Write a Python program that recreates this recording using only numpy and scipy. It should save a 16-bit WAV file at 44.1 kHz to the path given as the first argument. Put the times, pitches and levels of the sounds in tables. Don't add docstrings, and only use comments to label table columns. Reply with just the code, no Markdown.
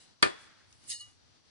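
import sys
import numpy as np
from scipy import signal
from scipy.fft import rfft, irfft
from scipy.io import wavfile

SR = 44100
rng = np.random.default_rng(int(sys.argv[2]) if len(sys.argv) > 2 else 0)


def log_audio(samples):
    frames = np.atleast_2d(samples).T
    limited = np.clip(frames, -1, 1)
    pcm = np.round(limited * 32767).astype(np.int16)
    wavfile.write(sys.argv[1], SR, pcm)


N = 66150

# (f/Hz, relative level/dB)
AIR_COLOUR = [(25, -8), (50, -5.5), (85, 2), (130, 3.5), (200, 2), (270, 1.5), (400, -3), (900, -5),
              (2500, -8.5), (4500, -5), (5600, -8), (7000, -15.5), (8500, -18), (10500, -22.5)]
# (f/Hz, left-right likeness, L-R/dB)
AIR_STEREO = [(59.6, -0.5, 6.5), (300, -0.25, -2), (600, -0.037, -2), (1900, 0.18, -2), (3430, -0.082, 4),
              (6000, -0.21, 8.5), (9940, 0.065, -4.5)]
# (f/Hz, level/dB)
WHINE_TONES = [(4215, -85.5), (4581, -82), (4947, -84), (5862, -82), (6600, -97)]
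# (f/Hz, level/dB, t60/s, L-R/dB)
FLIGHT_MODES = [(3990, -69.5, 0.96, 6), (7770, -66, 0.38, -2.5), (9350, -69.5, .45, -6.5)]
# (peak t/s, rise/s, fall/s, level/dB, centre f/Hz, spread/octaves)
HAND_RUBS = [(.008, 0.0064, 0.044, -62, 3180, 2.4), (.405, 0.015, 0.046, -64.5, 8300, 0.65),
             (.74, 0.046, 0.14, -73, 9000, 0.29), (0.876, 0.037, 0.011, -61, 7250, 1.23),
             (1.07, 0.035, 0.056, -67.5, 6960, 0.77)]
# (f/Hz, relative level/dB)
SCRAPE_COLOUR = [(600, -42), (1680, -10), (1880, 5.5), (2500, -2.5), (2900, 11.5), (3300, -3), (3900, 6),
                 (4400, 5.5), (4680, -2), (4950, 10), (5400, -0.5), (6400, 5.5), (7100, 0.5), (8400, 3.5),
                 (8850, -4), (9220, 8.5), (9550, -6), (10100, 2), (10700, -14)]
# (f/Hz, left-right likeness, L-R/dB)
HAND_STEREO = [(1900, 0.34, -1), (3000, .4, -1.5), (4070, 0.23, 3), (5400, -0.15, 10.5), (6770, -0.55, -5),
               (7660, 0.061, -6.5), (8950, 0.094, -3), (10200, -0.16, -15.5)]
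# (f/Hz, relative level/dB)
TICK_COLOUR = [(2000, -11.5), (5000, -18.5), (5900, -3.5), (6300, -25.5), (6900, -13.5), (7250, 8.5),
               (7700, -18.5), (8750, 4.5), (9100, -11), (9300, -4), (9600, -5), (10600, -16.5)]
# (f/Hz, relative level/dB)
CRACK_COLOUR = [(30, -42), (60, -24.5), (110, -16.5), (180, -12.5), (290, 2), (550, -8.5), (1200, -7),
                (1550, 1.5), (2300, -5.5), (2750, -23.5), (3350, -5), (3800, -14), (4500, -3.5),
                (4900, -26), (5900, -21), (6300, -26), (10000, -38.5)]
# (f/Hz, level/dB, t60/s, L-R/dB)
BOARD_MODES = [(118, -42, .2, -2), (290, -19.5, 0.029, 2.5), (371.4, -32, 0.19, -9), (448, -31, .22, -2),
               (596, -27, 0.19, -1), (672, -27.5, 0.032, -4.5), (987, -25.5, 0.055, -1),
               (1209, -19.5, .1, -7), (1414, -26.5, 0.14, -1), (1767, -22.5, 0.14, 7),
               (1876, -25.5, 0.044, 3.5), (2140, -23.5, 0.029, -6.5), (2340, -25.5, .11, -1),
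               (2454, -23, 0.12, -4), (3258, -22, 0.035, 1.5), (4570, -16.5, 0.043, 18.5)]
# (f/Hz, level/dB, t60/s, L-R/dB)
STUCK_MODES = [(3383, -43.5, 0.44, 4), (4260, -38.5, .15, 8.5), (4600, -42, .22, 10),
               (6840, -45.5, 0.12, -1), (8740, -45.5, .16, -6)]
# (f/Hz, lead/rad)
LEFT_LEAD = [(300, 3.0), (600, 2.6), (1200, 2.1), (2400, 1.9), (4600, 0.79)]
# (f/Hz, relative level/dB)
FRAME_COLOUR = [(30, -38), (60, -23.5), (100, -8), (190, -4.5), (380, 6), (550, -1.5), (780, -1),
                (1250, -1), (1600, -2.5), (2400, -9.5), (3000, -9.5), (4600, -13), (5000, -19),
                (6300, -23.5), (7200, -22), (9000, -21.5), (10400, -32)]
# (t/s, level/dB)
PLANK_KNOCKS = [(0.2618, -23.5), (0.267, -48), (0.283, -38), (0.306, -43.5), (0.333, -55)]
# (f/Hz, left-right likeness, L-R/dB)
TARGET_STEREO = [(60, 0.34, 0), (264, -1.073, 4), (645, -0.83, 2), (1170, -0.73, 0.5), (2280, -.3, 4),
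                 (3420, -0.038, -0.5), (4800, -0.12, 11), (5900, -1.2, 15), (7160, -0.1, -8.5),
                 (10000, 0.46, -5)]
# (f/Hz, relative level/dB)
ECHO_COLOUR = [(100, -8), (400, -8.5), (900, -4), (1300, 2), (1800, 2.5), (2800, -6), (3250, -7), (3430, 2),
               (3600, -9), (4600, -10), (6000, -17), (10000, -23.5)]
# (f/Hz, left-right likeness, L-R/dB)
ECHO_STEREO = [(100, -1.1, 2.5), (1500, 0.54, -3), (4500, -0.05, 5.5), (9000, -0.077, -6)]
# (peak t/s, rise/s, fall/s, drive/dB, scrape level/dB, centre f/Hz, spread/octaves)
BLADE_SLIDES = [(.902, 0.013, 0.0096, -46.5, -38.5, 9800, 0.35),
                (0.923, 0.019, 0.01, -44.5, -37.5, 5320, 0.88),
                (0.942, 0.014, 0.018, -48.5, -54, 5150, 0.64),
                (0.994, 0.013, 0.039, -58.5, -56.5, 6960, 0.88)]
# (peak t/s, rise/s, fall/s, drive/dB, centre f/Hz)
EDGE_SQUEALS = [(.962, .010, 0.0032, -40.5, 4370), (1.007, .008, .005, -40, 4400),
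                (1.015, 0.015, .003, -42.5, 2900)]
# (f/Hz, gain/dB, t60/s, L-R/dB)
BLADE_MODES = [(1873, 4.5, 0.1, -9), (2902, 0.5, 0.22, 0), (3753, -6.5, 0.098, 5), (4200, -10.5, 0.17, 36),
               (4340, -4, 0.12, 5), (4980, -2.5, .12, 16), (5200, -10.5, 0.37, 3), (5770, -12, 0.051, 28),
               (6556, 0, 0.1, -2.5), (7360, -7.5, 0.18, -26), (7760, -22, 0.081, 16),
               (8050, -3.5, 0.18, -9), (9028, -2.5, 0.32, -5.5), (9540, -15, 0.034, 15),
               (9820, -2, .2, -10), (10300, -19, 0.17, -7)]
# (f/Hz, level/dB, t60/s, L-R/dB)
FREED_MODES = [(1200, -61, .3, -4), (1980, -66, 0.57, -2), (3900, -58, 0.25, 4), (6550, -62, 0.41, 2)]

HIT_S, BITE_RISE_S = .2249, 0.0017
LOADED_S = HIT_S + 0.001387


def undb(db):
    return 10 ** (np.asarray(db) / 20)


def across(table, hz, column=1):
    rows = np.array(table, float)
    return np.interp(np.log(hz + 1e-9), np.log(rows[:, 0]), rows[:, column])


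def focus(hz, centre_hz, octaves):
    return np.exp(-.5 * (np.log2((hz + 1e-9) / centre_hz) / octaves) ** 2)


def noise(colour, stereo, band=None):
    hz = np.arange(N // 2 + 1) * SR / N
    mid, side = rfft(rng.standard_normal((2, N)))
    likeness = np.clip(across(stereo, hz), -.99, .99)
    sign = np.array([[1], [-1]])
    pair = mid * np.sqrt(1 + likeness) + sign * side * np.sqrt(1 - likeness)
    balance = undb(sign * across(stereo, hz, column=2) / 2)
    weight = focus(hz, *band) if band else 1
    out = irfft(pair * balance * undb(across(colour, hz)) * weight, N)
    return out / out.std()


def wander(rate_hz):
    hz = np.arange(N // 2 + 1) * SR / N
    out = irfft(rfft(rng.standard_normal(N)) * np.exp(-.5 * (hz / rate_hz) ** 2), N)
    return out / out.std()


def struck(start, rise, t60):
    age = np.maximum(np.arange(N) / SR - start, 0)
    return np.minimum(age / rise, 1) * np.exp(-np.log(1000) * np.maximum(age - rise, 0) / t60)


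def stroke(peak, rise, fall):
    late = np.arange(N) / SR - peak
    return np.exp(-.5 * (late / np.where(late < 0, rise, fall)) ** 2)


def pan(db):
    gains = undb(np.array([[db], [-db]]) / 2)
    return gains / np.sqrt(np.mean(gains ** 2))


def ring(modes, start):
    age, out = np.arange(N) / SR - start, 0
    for hz, db, t60, pan_db in modes:
        lead = np.array([[across(LEFT_LEAD, hz)], [0]])
        tone = np.sin(2 * np.pi * (hz * age + rng.random()) + lead)
        out += undb(db) * pan(pan_db) * struck(start, BITE_RISE_S, t60) * tone
    return out


def outdoors(fade_db_per_s=1.9):
    t = np.arange(N) / SR
    air_db = -64 - fade_db_per_s * (t - t.mean()) + 2 * wander(6)
    air = undb(air_db) * noise(AIR_COLOUR, AIR_STEREO)
    whine = sum(undb(db) * np.sqrt(2) * np.sin(2 * np.pi * hz * t + 1.2 * wander(5.86))
                for hz, db in WHINE_TONES)
    swell = np.exp(-.5 * ((t - 0.93) / 0.34) ** 2)
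    rumble = undb(-68) * swell * noise(AIR_COLOUR, AIR_STEREO, band=(83, 0.41))
    return air + pan(6) * whine + rumble


def thrown_knife():
    return ring(FLIGHT_MODES, start=0)


def scraping(grain_db=2):
    grain = undb(grain_db * wander(rate_hz=930))
    tap = undb(-51.5) * struck(.7262, rise=.001, t60=0.022)
    out = tap * noise(SCRAPE_COLOUR, HAND_STEREO, band=(4700, 0.75))
    for peak, rise, fall, *_, db, centre_hz, spread in HAND_RUBS + BLADE_SLIDES:
        hiss = noise(SCRAPE_COLOUR, HAND_STEREO, band=(centre_hz, spread))
        out += undb(db) * stroke(peak, rise, fall) * grain * hiss
    return out


def knife_hit():
    tick = undb(-18.5) * struck(HIT_S, rise=0.00046, t60=0.03) * noise(TICK_COLOUR, TARGET_STEREO)
    crack = undb(-12.5) * struck(LOADED_S, BITE_RISE_S, t60=0.042) * noise(CRACK_COLOUR, TARGET_STEREO)
    return tick + crack + ring(BOARD_MODES + STUCK_MODES, LOADED_S)


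def plank_clatter():
    frame = undb(-22) * struck(LOADED_S, rise=0.0051, t60=0.22) * noise(FRAME_COLOUR, TARGET_STEREO)
    knocks = sum(undb(db) * struck(start, rise=0.00033, t60=0.024) for start, db in PLANK_KNOCKS)
    return frame + knocks * noise(CRACK_COLOUR, TARGET_STEREO, band=(493, 0.95))


def tree_echo():
    return undb(-47.5) * struck(LOADED_S, rise=.04, t60=1) * noise(ECHO_COLOUR, ECHO_STEREO)


def blade_ring(roughness=0.47, flutter_hz=69, mean_beat_hz=22.11, beat_depth=0.44):
    t, out = np.arange(N) / SR, 0
    slides = [(undb(db) * stroke(peak, rise, fall), hz, spread)
              for peak, rise, fall, db, _, hz, spread in BLADE_SLIDES]
    squeals = [(undb(db) * stroke(peak, rise, fall), hz) for peak, rise, fall, db, hz in EDGE_SQUEALS]
    grip = undb(-380 * np.maximum(t - 1.018, 0))
    for hz, db, t60, pan_db in BLADE_MODES:
        rub = sum(push * focus(hz, centre_hz, spread) for push, centre_hz, spread in slides)
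        sing = sum(push * focus(hz, centre_hz, octaves=.04) for push, centre_hz in squeals)
        retained = np.exp(-2 * np.log(1000) / (t60 * SR))
        swing = np.sqrt(signal.lfilter([1 - retained], [1, -retained], rub ** 2 + sing ** 2 + 1e-18))
        flutter = wander(flutter_hz) + 1j * wander(flutter_hz)
        rough = roughness * np.minimum(rub / swing, 1) * flutter
        phase, twin_phase, detune = rng.random(3)
        tone = np.exp(2j * np.pi * (hz * t + phase + np.array([[.2], [0]])))
        if hz > 3300:
            twin = np.exp(2j * np.pi * (mean_beat_hz * (.5 + detune) * t + twin_phase))
            tone *= grip * (1 + beat_depth * twin)
        out += undb(db) * pan(pan_db) * swing * np.real((1 + rough) * tone)
    return out


def freed_knife():
    return ring(FREED_MODES, start=1.006)


def scene():
    throw = thrown_knife() + knife_hit() + plank_clatter() + tree_echo()
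    hand = scraping() + blade_ring() + freed_knife()
    return outdoors() + throw + hand


def record(dry):
    return signal.sosfilt(signal.ellip(10, .2, 80, 10450, fs=SR, output="sos"), dry)


dry = scene()
out = record(dry)
log_audio(out)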